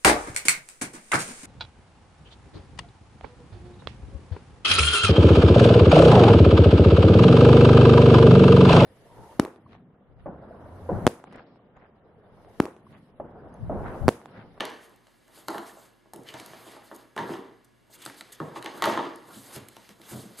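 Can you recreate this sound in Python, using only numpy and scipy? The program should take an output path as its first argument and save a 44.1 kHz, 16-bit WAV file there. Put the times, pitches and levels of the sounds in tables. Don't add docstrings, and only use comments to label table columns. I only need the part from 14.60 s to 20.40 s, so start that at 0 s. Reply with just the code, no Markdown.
import sys
import numpy as np
from scipy import signal
from scipy.fft import rfft, irfft
from scipy.io import wavfile
from scipy.ndimage import uniform_filter1d

SR = 44100
rng = np.random.default_rng(int(sys.argv[2]) if len(sys.argv) > 2 else 0)


def bounce(signal):
    frames = np.transpose(np.atleast_2d(signal))
    limited = np.clip(frames, -1, 1)
    pcm = np.round(limited * 32767).astype(np.int16)
    wavfile.write(sys.argv[1], SR, pcm)


def level_to_linear(level):
    exponent = np.asarray(level, float) / 20
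    return 10 ** exponent


N = 255780
PORTS = np.array([[1], [-1]])


def at_hz(points, hz):
    points = np.array(points)
    return np.interp(np.log(hz), np.log(points[:, 0]), points[:, 1])


def rms_one(x):
    return x / np.sqrt(np.mean(x ** 2) + 1e-20)


def delayed(x, lag):
    return np.r_[np.zeros(lag), x[:N - lag]]


def drift(rate):
    r = np.exp(-80 * np.pi * rate / SR)
    slow = signal.lfilter([1], [1, -2 * r, r * r], rng.standard_normal(N // 40 + 2002))
    slow = slow[2000:]
    return np.interp(np.arange(N) / 40, np.arange(len(slow)), rms_one(slow))


def bands(likeness, size):
    edges_hz = np.geomspace(35, 14800, 23)
    white = rng.standard_normal((2, 2, size + 4000))
    for k, (low, high) in enumerate(zip(edges_hz, edges_hz[1:])):
        band_pass = signal.butter(2, [low, high], "band", fs=SR, output="sos")
        mid, side = signal.sosfilt(band_pass, white[k % 2])[:, 4000:]
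        hz = np.sqrt(low * high)
        alike = np.clip(at_hz(likeness, hz), 0, 1)
        yield hz, np.sqrt(1 + alike) * mid + np.sqrt(1 - alike) * side * PORTS


def resonance(x, hz, width_hz):
    r, w = np.exp(-np.pi * width_hz / SR), 2 * np.pi * hz / SR
    return signal.lfilter([(1 - r * r) / 2, 0, (r * r - 1) / 2], [1, -2 * r * np.cos(w), r * r], x)


# delay/s, left level/dB, right level/dB
ECHOES = [(.0056, -11.5, -9), (.0091, -11.5, -17), (0.0144, -8.5, -9)]


def nearby(x):
    out = np.zeros((2, N))
    for delay_s, *port_db in ECHOES:
        out += level_to_linear(np.array(port_db))[:, None] * delayed(x, round(delay_s * SR))
    return out


# f/Hz, t60/s
ROOM_T60 = [(100, 0.58), (260, 0.55), (700, 0.55), (1840, 0.69), (4850, 0.4), (12000, 0.94)]
# f/Hz, level/dB
ROOM_GAIN = [(100, -11), (300, 1.56), (1000, -2), (2500, -4.5), (5000, 1.5), (12000, -9)]
# f/Hz, left-right likeness
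ROOM_LIKENESS = [(100, 1), (400, 0.92), (1500, 0.51), (4000, 0.95), (12000, 0.98)]


def room(x):
    t = np.arange(SR) / SR
    swell = 1 - np.exp(-t / 0.00094)
    tail = np.zeros((2, SR))
    for hz, band in bands(ROOM_LIKENESS, size=SR):
        tail += level_to_linear(at_hz(ROOM_GAIN, hz) - 60 * t / at_hz(ROOM_T60, hz)) * band
    return signal.fftconvolve(x[None], tail * swell, axes=1)[:, :N]


# f/Hz, level/dB
FLOOR = [(32, -68), (55, -14), (87, -14), (128, -5.5), (147, -19), (181, -5.5), (1360, -18.5),
         (1710, -19.5), (2530, -25), (2840, -24.5), (13200, -36.5)]
# f/Hz, left-right likeness
FLOOR_LIKENESS = [(60, 0.46), (130, 0.11), (290, 0.044), (630, 0.053), (1370, 0.54), (3000, 0.69),
                  (6570, 1), (14400, 0.42)]


def room_air():
    air = sum(level_to_linear(at_hz(FLOOR, hz)) * band for hz, band in bands(FLOOR_LIKENESS, size=N))
    return level_to_linear(-64.5) * rms_one(air)


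# f/Hz, level/dB rms
HUM = [(44, -77.5), (120, -76), (240, -89), (360, -81), (1679, -83)]


def hum():
    t, out = np.arange(N) / SR, np.zeros((2, N))
    for hz, level_db in HUM:
        phase = np.array([[0], [.6]]) * 2.9 * 44 / hz
        waver_db = 2.8 * drift(9.6) * (hz > 50)
        out += level_to_linear(level_db + 5.0 + waver_db) * np.sin(2 * np.pi * hz * t + phase)
    return out


def buzz():
    mains_hz, level_db, orders = 59.96, -93, range(30, 52)
    t, out = np.arange(N) / SR, np.zeros(N)
    for k, (size, turn) in zip(orders, rng.random((len(orders), 2))):
        out += level_to_linear(level_db + 10 * (size - k % 2)) * np.sin(2 * np.pi * (k * mains_hz * t + turn))
    return out


def whine():
    return level_to_linear(-91) * rms_one(resonance(rng.standard_normal(N), hz=11348, width_hz=60))


# t/s, hold/s, skin on card level/dB, paper slide level/dB, table drag level/dB
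STROKES = [(0.0, 0.005, -74, -42, -39), (0.28, 0.053, -75, -71, -60.5), (0.452, 0.29, -75.5, -76.5, -89),
           (0.75, 0.06, -64, -63.5, -59.5), (0.938, 0.0073, -53, -58, -46), (1.036, 0.22, -61.5, -68, -61),
           (1.703, 0.049, -63, -52.5, -53.5), (1.852, 0.19, -59, -59.5, -54.5),
           (2.074, 0.15, -69.5, -62, -57), (2.314, 0.098, -64.5, -66, -64),
           (2.705, 0.029, -56.5, -52.5, -46), (3.377, 0.064, -74, -67, -57), (3.458, 0.015, -52, -53, -60),
           (3.555, 0.33, -66.5, -61.5, -62.5), (3.953, 0.043, -66, -63, -47),
           (4.058, 0.017, -66, -47.5, -51), (4.16, 0.083, -60.5, -72, -45), (4.26, 0.15, -83, -44, -43),
           (4.69, 0.055, -60, -64.5, -52), (4.864, 0.046, -54, -60, -56.5),
           (4.954, 0.0057, -53.5, -53.5, -49), (5.13, 0.14, -65.5, -63, -65),
           (5.503, 0.062, -51.5, -61, -51), (5.634, 0.21, -62, -62.5, -59)]


def strokes(t):
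    rise_db_per_s = np.array([[173], [243], [205]])
    fall_db_per_s = np.array([[185], [95], [102]])
    shudder_db, shudder_fall_db_per_s = -5, 132
    steps = t[::64]
    power = np.zeros((4, len(steps)))
    for s, hold_s, *levels_db in STROKES:
        rising_db = rise_db_per_s * (s - steps).clip(0)
        falling_db = fall_db_per_s * (steps - s - hold_s).clip(0)
        power[:3] += level_to_linear(np.array(levels_db)[:, None] - rising_db - falling_db) ** 2
    for s, _, thud_db, *_ in PRESSES:
        falling_db = shudder_fall_db_per_s * (steps - s).clip(0)
        power[3] += (steps > s) * level_to_linear(thud_db + shudder_db - falling_db) ** 2
    return np.array([np.interp(t, steps, gain) for gain in np.sqrt(power)])


# f/Hz, level/dB per Hz
SKIN = [(2650, -11), (4500, -2), (5590, -6.5), (6510, -4), (7190, -0.5), (12600, -3), (16000, 15)]
# f/Hz, level/dB per Hz
PAPER = [(650, -58), (1100, -16), (2080, 3.5), (2540, -3), (3010, -3), (3470, -7.5), (6000, -15),
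         (7800, -30), (13200, -120)]
# f/Hz, level/dB per Hz
RUMBLE = [(41, -65), (70, -25), (108, -10.5), (140, -9), (306, -1.5), (751, -7), (1020, -5), (1500, -13.5),
          (1950, -57), (3300, -120)]
# f/Hz, left-right likeness
RUB_LIKENESS = [(100, 0.88), (1000, 0.75), (4000, 0.99), (12000, 0.96)]
# t/s, length/s, skin level/dB, paper level/dB
SCUFFS = [(0.202, 0.085, -63.5, -75.5), (0.738, 0.094, -58, -79), (1.05, 0.07, -59, -59),
          (1.662, 0.055, -62, -52), (1.767, 0.068, -57.5, -58), (2.048, 0.14, -59, -64),
          (2.23, 0.065, -62, -73), (2.341, 0.027, -55.5, -92), (2.555, 0.12, -61.5, -50.5),
          (3.042, 0.018, -64.5, -92), (3.297, 0.048, -60.5, -76), (3.327, 0.042, -53.5, -59),
          (3.38, 0.04, -66, -72), (3.417, 0.016, -50.5, -57), (3.45, 0.008, -48, -65),
          (3.4575, 0.010, -53, -56), (3.565, 0.061, -52.5, -72), (3.719, 0.022, -44, -67),
          (3.734, 0.03, -56, -70), (3.951, 0.046, -54.5, -48.5), (4.153, 0.054, -60, -71),
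          (4.22, 0.15, -50.5, -42), (4.701, 0.18, -54, -71), (4.92, 0.072, -47, -64),
          (5.291, 0.053, -62.5, -66), (5.41, 0.094, -74, -61), (5.481, 0.073, -50.5, -56),
          (5.555, 0.12, -56.5, -75), (5.77, 0.088, -43.5, -62)]


def rubs():
    t = np.arange(N) / SR
    gains = strokes(t)
    for start, length, *scuff_db in SCUFFS:
        corners = [0, 0.26 * length, 0.56 * length, length]
        shape = np.interp(t - start, corners, [0.00031, 0.87, 0.89, 0.0019])
        gains[:2] += level_to_linear(np.array(scuff_db))[:, None] * shape
    layers, grain = np.zeros((3, 2, N)), drift(42)
    for hz, band in bands(RUB_LIKENESS, size=N):
        band = band * level_to_linear(0.39 * grain + 1.68 * drift(16.0))
        for layer, spectrum in zip(layers, (SKIN, PAPER, RUMBLE)):
            if spectrum[0][0] < hz < spectrum[-1][0]:
                layer += level_to_linear(at_hz(spectrum, hz)) * band
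    catches = 28.0 * (rng.random(N) < 90 / SR)
    layers[1] *= 1 + 1.1 * uniform_filter1d(catches, size=40)
    dull = signal.sosfilt(signal.butter(4, 764, fs=SR, output="sos"), layers[2, :, ::-1])
    return sum(gain * rms_one(layer) for gain, layer in zip(gains, [*layers, dull]))


# t/s, hollow knock level/dB, hard rim level/dB, table thud level/dB, hardness/dB per octave
ROLL = [(0.0062, -27.5, -28, -33.5, 3.5), (0.026, -32, -49, -58, -2), (0.053, -38, -59, -39, 14),
        (0.101, -51, -57, -74, 3), (0.468, -54.5, -56, -78, 2), (0.774, -50.5, -65, -58, -7),
        (0.884, -28.5, -27.5, -29, -3.5), (0.9035, -30.5, -43, -42.5, 10), (0.945, -25.5, -35, -35, 3),
        (0.981, -56, -42, -39, -9.5), (1.17, -45, -57, -69, -10), (1.458, -55.5, -69, -60, -5),
        (1.934, -41, -45, -53, 9), (2.065, -42, -62, -44, -2), (2.134, -43, -50, -49, -5),
        (2.165, -41.5, -51, -59, -2), (2.314, -35, -45.5, -40, -0.5), (2.348, -46, -55, -47.5, -5)]
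SCISSORS = [(2.564, -28, -36, -34, 2.5), (2.578, -25, -28, -31.5, 9), (2.588, -26.5, -32.5, -30, 0),
            (2.639, -46, -54, -33, -4), (2.693, -34, -41, -29.5, -5.5), (2.707, -42, -52, -38, -1),
            (2.738, -40, -34.5, -34.5, 7), (2.754, -36, -42, -40, 6), (2.795, -45, -57, -46, -3),
            (2.864, -55, -55, -63, 6), (2.908, -56.5, -60, -61, -3), (3.298, -57, -72, -58.5, -9),
            (3.494, -62, -61, -55, -2), (3.609, -54, -52, -54.5, -15), (3.96, -31.5, -41, -36.5, 9),
            (3.972, -36.5, -62, -42, 2), (4.045, -37, -62, -39, 2), (4.062, -29, -34, -39, 3.5),
            (4.082, -43, -56, -56, -4), (4.222, -20.5, -19, -37, 7.5), (4.228, -28, -28, -32.5, 9),
            (4.241, -21, -19, -33, 15.5), (4.26, -26, -36, -28, 3), (4.273, -21, -50, -25, -12.5),
            (4.298, -23.5, -46, -37, 13), (4.32, -42, -49, -30, -4), (4.352, -42, -29.5, -32, 3),
            (4.375, -19.5, -24, -29, 7.5), (4.392, -23, -26, -27.5, 0), (4.454, -38, -33, -35, 1)]
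# t/s, hollow knock level/dB, table thud level/dB, deep thump level/dB, hardness/dB per octave
PRESSES = [(0.681, -56, -68, -63, -6), (1.534, -47.5, -57, -46, -4), (1.544, -50, -44, -53, 5),
           (1.576, -53, -44.5, -48, -4), (1.740, -37, -45, -52, 0), (1.798, -67, -47, -57, -11),
           (1.906, -83, -63, -50, 1), (2.606, -35, -40, -37.5, 5.5), (3.463, -42.5, -47.5, -49, -9.5),
           (3.802, -31, -32, -32, 6.5), (4.759, -53.5, -50.5, -49.5, -19.5),
           (4.961, -46.5, -44, -39, -15.5), (4.977, -62, -62, -46, -1), (5.069, -68, -73, -62, -8),
           (5.167, -50, -54.5, -77, 7), (5.291, -52, -57, -57, 15), (5.399, -55, -56.5, -58, -10),
           (5.511, -56, -43, -35.5, -11), (5.526, -58, -44, -44, -9), (5.559, -51, -42.5, -45, -14.5),
           (5.638, -69, -52, -58, -8), (5.691, -63, -55, -67, -18), (5.788, -52, -53, -38.5, -12)]


def contacts():
    rows = []
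    for table, thump_db, ring_db in ((ROLL, -27.5, 1.53), (SCISSORS, -17, 1.2)):
        for s, knock_db, rim_db, thud_db, hardness in table:
            rows.append((s, knock_db, rim_db, thud_db, thud_db + thump_db, ring_db, hardness))
    for s, knock_db, thud_db, deep_db, hardness in PRESSES:
        rows.append((s, knock_db, knock_db - 5.5, thud_db, deep_db, 4.5, hardness))
    return np.array(sorted(rows))


def strike(body, levels_db, scatter_db):
    rows, out = contacts(), np.zeros(N)
    at = (rows[:, 0] * SR).astype(int)
    lowest_hz, highest_hz = body[0][0], body[-1][0]
    middle_hz = np.sqrt(lowest_hz * highest_hz)
    luck = rng.standard_normal((len(at), 2, len(body)))
    for k, (hz, level_db, t60) in enumerate(body):
        tilt_db = rows[:, 6] * np.log2(hz / middle_hz)
        clicks = np.full(N, 1e-18)
        clicks[at] = level_to_linear(levels_db + level_db + scatter_db * luck[:, 0, k] + tilt_db) * np.sign(luck[:, 1, k])
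        r, w = level_to_linear(-60 / (t60 * SR)), 2 * np.pi * hz / SR
        out += signal.lfilter([0, np.sin(w)], [1, -2 * r * np.cos(w), r * r], clicks)
    span = signal.butter(2, [0.77 * lowest_hz, 1.11 * highest_hz], "band", fs=SR, output="sos")
    return signal.sosfilt(span, out)


# f/Hz, level/dB, t60/s
OBJECTS = [(632, 2, 0.034), (714, -13.5, 0.071), (814, -1, 0.047), (942, -2, 0.051), (1050, -0.5, 0.029),
           (1161, -0.5, 0.022)]
# f/Hz, level/dB, t60/s
RIMS = [(1346, 2.5, 0.022), (1730, 4.5, 0.0088), (1710, 3.5, 0.019), (1940, 0.5, 0.02),
        (2050, -13.5, 0.017), (2910, 3.5, 0.0025), (3300, -1, 0.0037)]
# f/Hz, level/dB, t60/s
TABLE = [(217.3, -4.5, 0.074), (260.5, -10.5, 0.12), (291.6, 1.5, 0.049), (331.7, -0.5, 0.097),
         (389, 0.5, 0.047), (451.6, 2, 0.057), (582, -10, 0.022)]
# f/Hz, level/dB, t60/s
LEGS = [(105, 2.5, 0.046), (124.8, -2.5, 0.24), (168.8, 3, 0.14)]


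def knocks():
    s, knock_db, rim_db, thud_db, deep_db, ring_db, _ = contacts().T
    low = strike(TABLE, thud_db - 6.5, scatter_db=3.0) + strike(LEGS, deep_db - 8.0, scatter_db=4.5)
    hollow = strike(OBJECTS, knock_db - 6, scatter_db=2.0)
    hard = strike(RIMS, rim_db - 7.5, scatter_db=4.0)
    close = hollow + hard + low
    latest = np.searchsorted(s, np.arange(N) / SR + .001).clip(1) - 1
    ringing = close * level_to_linear(ring_db[latest])
    uneven = level_to_linear(-27) * delayed(low, round(0.0049 * SR)) * PORTS
    return close + uneven + nearby(ringing) + level_to_linear(-34.0) * room(ringing)


# t/s, peak level/dB, f/Hz, cycles
FLICKS = [(0.0062, -15, 3020, 13.5), (0.0078, -19, 1090, 14), (0.012, -31, 525, 29), (0.036, -32, 620, 21),
          (0.0523, -31, 4300, 15), (0.682, -52, 900, 8), (0.9145, -23, 905, 9.7), (0.957, -25.5, 600, 6),
          (0.982, -43, 4100, 18), (0.982, -24, 1510, 9.2), (0.988, -36, 330, 12), (1.535, -35, 800, 18),
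          (1.535, -43, 4180, 17), (1.56, -47, 2970, 13), (1.688, -33, 3000, 43), (1.7411, -31, 1100, 4),
          (1.7994, -36, 2050, 13), (1.8612, -36.5, 4600, 18), (1.9026, -44, 2050, 19),
          (2.578, -21, 1100, 4), (2.588, -26.5, 928, 62), (2.693, -22.5, 704, 6), (2.7066, -20.5, 250, 2.5),
          (2.733, -31, 330, 22), (2.79, -35, 273, 24), (3.464, -33.5, 590, 7.5), (3.61, -30, 2020, 14),
          (3.8017, -25.5, 1260, 19), (3.802, -31, 415, 10), (3.964, -30, 1050, 42), (4.0258, -33, 1800, 18),
          (4.061, -19.5, 3060, 10), (4.2221, -15, 1180, 17), (4.228, -18, 1910, 34), (4.241, -12, 4380, 13),
          (4.259, -11.5, 1220, 12), (4.268, -23.5, 642, 24), (4.298, -14.5, 1050, 16),
          (4.318, -24.5, 317, 14), (4.375, -17.5, 1070, 16), (4.388, -26, 287, 27), (4.966, -35.5, 428, 12),
          (5.168, -36.5, 810, 5.5), (5.302, -47.5, 202, 28), (5.55, -32.5, 191, 20),
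          (5.654, -40.5, 200, 17),
          (0.8838, -22, 4300, 9), (0.8840, -29, 7900, 14), (0.8838, -20, 1100, 6), (0.9456, -25, 1150, 12),
         (3.4621, -23, 8700, 12), (3.4622, -28, 6500, 10), (3.4621, -21, 4400, 7), (3.4622, -23, 1900, 5),
         (3.6097, -28, 4000, 13), (4.0465, -35, 3800, 12), (4.081, -36, 2800, 10), (4.2223, -28, 6600, 20),
         (4.2223, -33, 12500, 30), (4.244, -22, 1950, 18), (4.706, -47, 1400, 90), (3.803, -33, 148, 36)]
# t/s, peak level/dB, first f/Hz, time to a quarter of f/s
SWEEPS = [
    (3.4626, -34, 2400, .0022),
    (3.4985, -41, 2200, .010),
    (3.6105, -42, 2000, .007),
]


def flicks():
    out, t = np.zeros(N + 6000), np.arange(6000) / SR
    for s, db, hz, cycles in FLICKS:
        start = round(s * SR)
        out[start:start + 6000] -= level_to_linear(db - 60 * t * hz / cycles) * np.sin(2 * np.pi * hz * t)
    for s, db, hz, span in SWEEPS:
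        start = round(s * SR)
        fall = level_to_linear(db - 9 * t / span)
        out[start:start + 6000] += fall * np.sin(2 * np.pi * hz * span * t / (t + span))
    return signal.sosfilt(signal.butter(4, 120, "high", fs=SR, output="sos"), out[:N])


# t/s, bright level/dB, duller level/dB
SNAPS = [(0.0529, -31, -24), (0.295, -49, -66), (0.361, -49, -64), (0.47, -53, -49), (0.68, -50, -51),
         (0.8836, -23.5, -20.5), (1.561, -35.5, -43), (1.634, -45, -60), (1.688, -59, -36),
         (1.8616, -32.5, -54), (1.9024, -59, -59), (2.3625, -35.5, -58), (3.4526, -26, -55),
         (3.4844, -45, -54), (3.5457, -48, -61), (3.4986, -40, -42), (4.5595, -37, -62), (3.6096, -40, -32),
         (4.0259, -35, -34), (4.1769, -39, -54), (4.299, -34, -36), (5.167, -46, -37),
         (5.291, -39.5, -35.5), (5.4928, -42, -53)]
# t/s, bright level/dB, duller level/dB
CLACKS = [(0.006, -45, -24), (0.1, -45, -57), (0.8805, -43, -44), (0.904, -36, -45), (0.9809, -33.5, -30),
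          (1.5353, -33, -50), (1.545, -46, -52), (1.74, -58, -32.5), (1.799, -49, -32.5),
          (2.5641, -46, -37), (2.578, -54, -34), (2.589, -51, -36), (3.046, -48, -68), (3.801, -55, -45),
          (4.044, -39, -40), (4.0596, -51, -31), (4.2223, -52, -17.5), (4.2404, -42, -20.5),
          (4.255, -22.5, -33), (4.375, -45, -41), (4.9613, -29.5, -37), (5.0853, -34, -38),
          (5.4160, -47, -42.5)]
# f/Hz, width/Hz, level/dB
BRIGHT = [(6640, 620, -7.5), (8100, 2040, 0.5), (10470, 1200, 0), (12500, 1100, -3)]
# f/Hz, width/Hz, level/dB
DULLER = [(2140, 650, 5.5), (3010, 340, 7.5), (3920, 620, 5), (5530, 1460, -1.5)]


def ticks():
    shapes, t = np.zeros((2, N + 2000)), np.arange(2000) / SR
    for table, decay_ms in ((SNAPS, 1.3), (CLACKS, 2.37)):
        fall = np.exp(-1000 * t / decay_ms)
        fall[:3] *= level_to_linear(4.5)
        for s, bright_db, duller_db in table:
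            start = round(s * SR)
            shapes[:, start:start + 2000] += level_to_linear(np.array([[bright_db - 2], [duller_db - 3]])) * fall
    mid, side = rng.standard_normal((2, N))
    noise = mid + level_to_linear(-18.5) * side * PORTS
    bright, duller = np.zeros((2, 2, N))
    for out, shape, body in ((bright, shapes[0], BRIGHT), (duller, shapes[1], DULLER)):
        burst = shape[:N] * noise + 1e-18
        for hz, width_hz, db in body:
            out += level_to_linear(db) * resonance(burst, hz, max(width_hz, hz / 8))
    duller = duller + flicks() * (1 + level_to_linear(-23) * PORTS)
    far = np.ones(N)
    far[round(3.4 * SR):round(3.75 * SR)] = level_to_linear(-5)
    to_room = far * (level_to_linear(-39.5) * bright[0] + level_to_linear(-39) * duller[0])
    return bright + duller + level_to_linear(-11.0) * nearby(duller[0]) + room(to_room)


def peel():
    start_s, length_s, hz, width_hz = 1.665, .055, 3000, 500
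    shape = np.interp(np.arange(N) / SR - start_s, [0, 0.57 * length_s, length_s], [0, 1, 0])
    creak = resonance(resonance(rng.standard_normal(N), hz, width_hz), hz, width_hz)
    return level_to_linear(-47.5) * shape * rms_one(creak) * level_to_linear(2.0 * drift(150))


def scene():
    handling = knocks() + ticks() + rubs()
    steady = room_air() + hum()
    return handling + steady + peel() + whine() + buzz()


def band_limit(x):
    return signal.sosfilt(signal.butter(12, 14970, fs=SR, output="sos"), x)


# f/Hz, width/Hz, depth 0-1
DIPS = [(2535, 81, 1), (5640, 500, .35), (5722, 170, 1), (7228, 270, 1)]
# from t/s, to t/s, top f/Hz
OPENINGS = [(0.06, 0.12, 13100), (0.35, 0.4, 13250), (0.5, 0.6, 13250), (0.6, 0.87, 13750),
            (0.88, 1.04, 13250), (1.04, 1.1, 14250), (1.1, 1.29, 13750), (1.54, 1.58, 13750),
            (1.63, 1.76, 13250), (1.85, 2.0, 13250), (2.0, 2.08, 13750), (2.21, 2.29, 13750),
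            (2.3, 2.33, 14250), (2.34, 2.39, 14250), (2.5, 2.57, 13750), (2.57, 2.64, 13250),
            (3.02, 3.07, 13750), (3.29, 3.37, 15150), (3.41, 3.47, 14250), (3.55, 3.62, 13750),
            (4.21, 4.27, 13750), (4.65, 4.83, 13750), (4.83, 4.98, 13250), (5.2, 5.3, 13250),
            (5.42, 5.5, 14250), (5.5, 5.63, 13750), (5.63, 5.72, 13250), (5.72, 5.8, 14250)]


def record(dry):
    usual_top_hz, limit = 12980, .4
    x = dry * level_to_linear(np.array([[-.25], [.25]]))
    for dip_hz, width_hz, depth in DIPS:
        x = x - depth * resonance(x, dip_hz, width_hz)
    x = limit * np.tanh(x / limit)
    hz, spectrum = np.fft.rfftfreq(N, 1 / SR), rfft(x)

    def part(low, high):
        return irfft(spectrum * (low <= hz) * (hz < high), N)

    top = np.full(N, usual_top_hz)
    for start, end, top_hz in OPENINGS:
        top[round(start * SR):round(end * SR)] = top_hz
    steps = np.unique(top)
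    out = part(0, usual_top_hz)
    for low, high in zip(steps, steps[1:]):
        is_open = uniform_filter1d(1. * (top >= high), size=600)
        out = out + level_to_linear(-4) * is_open * part(low, high)
    return band_limit(out)


dry = scene()
out = record(dry)
bounce(out)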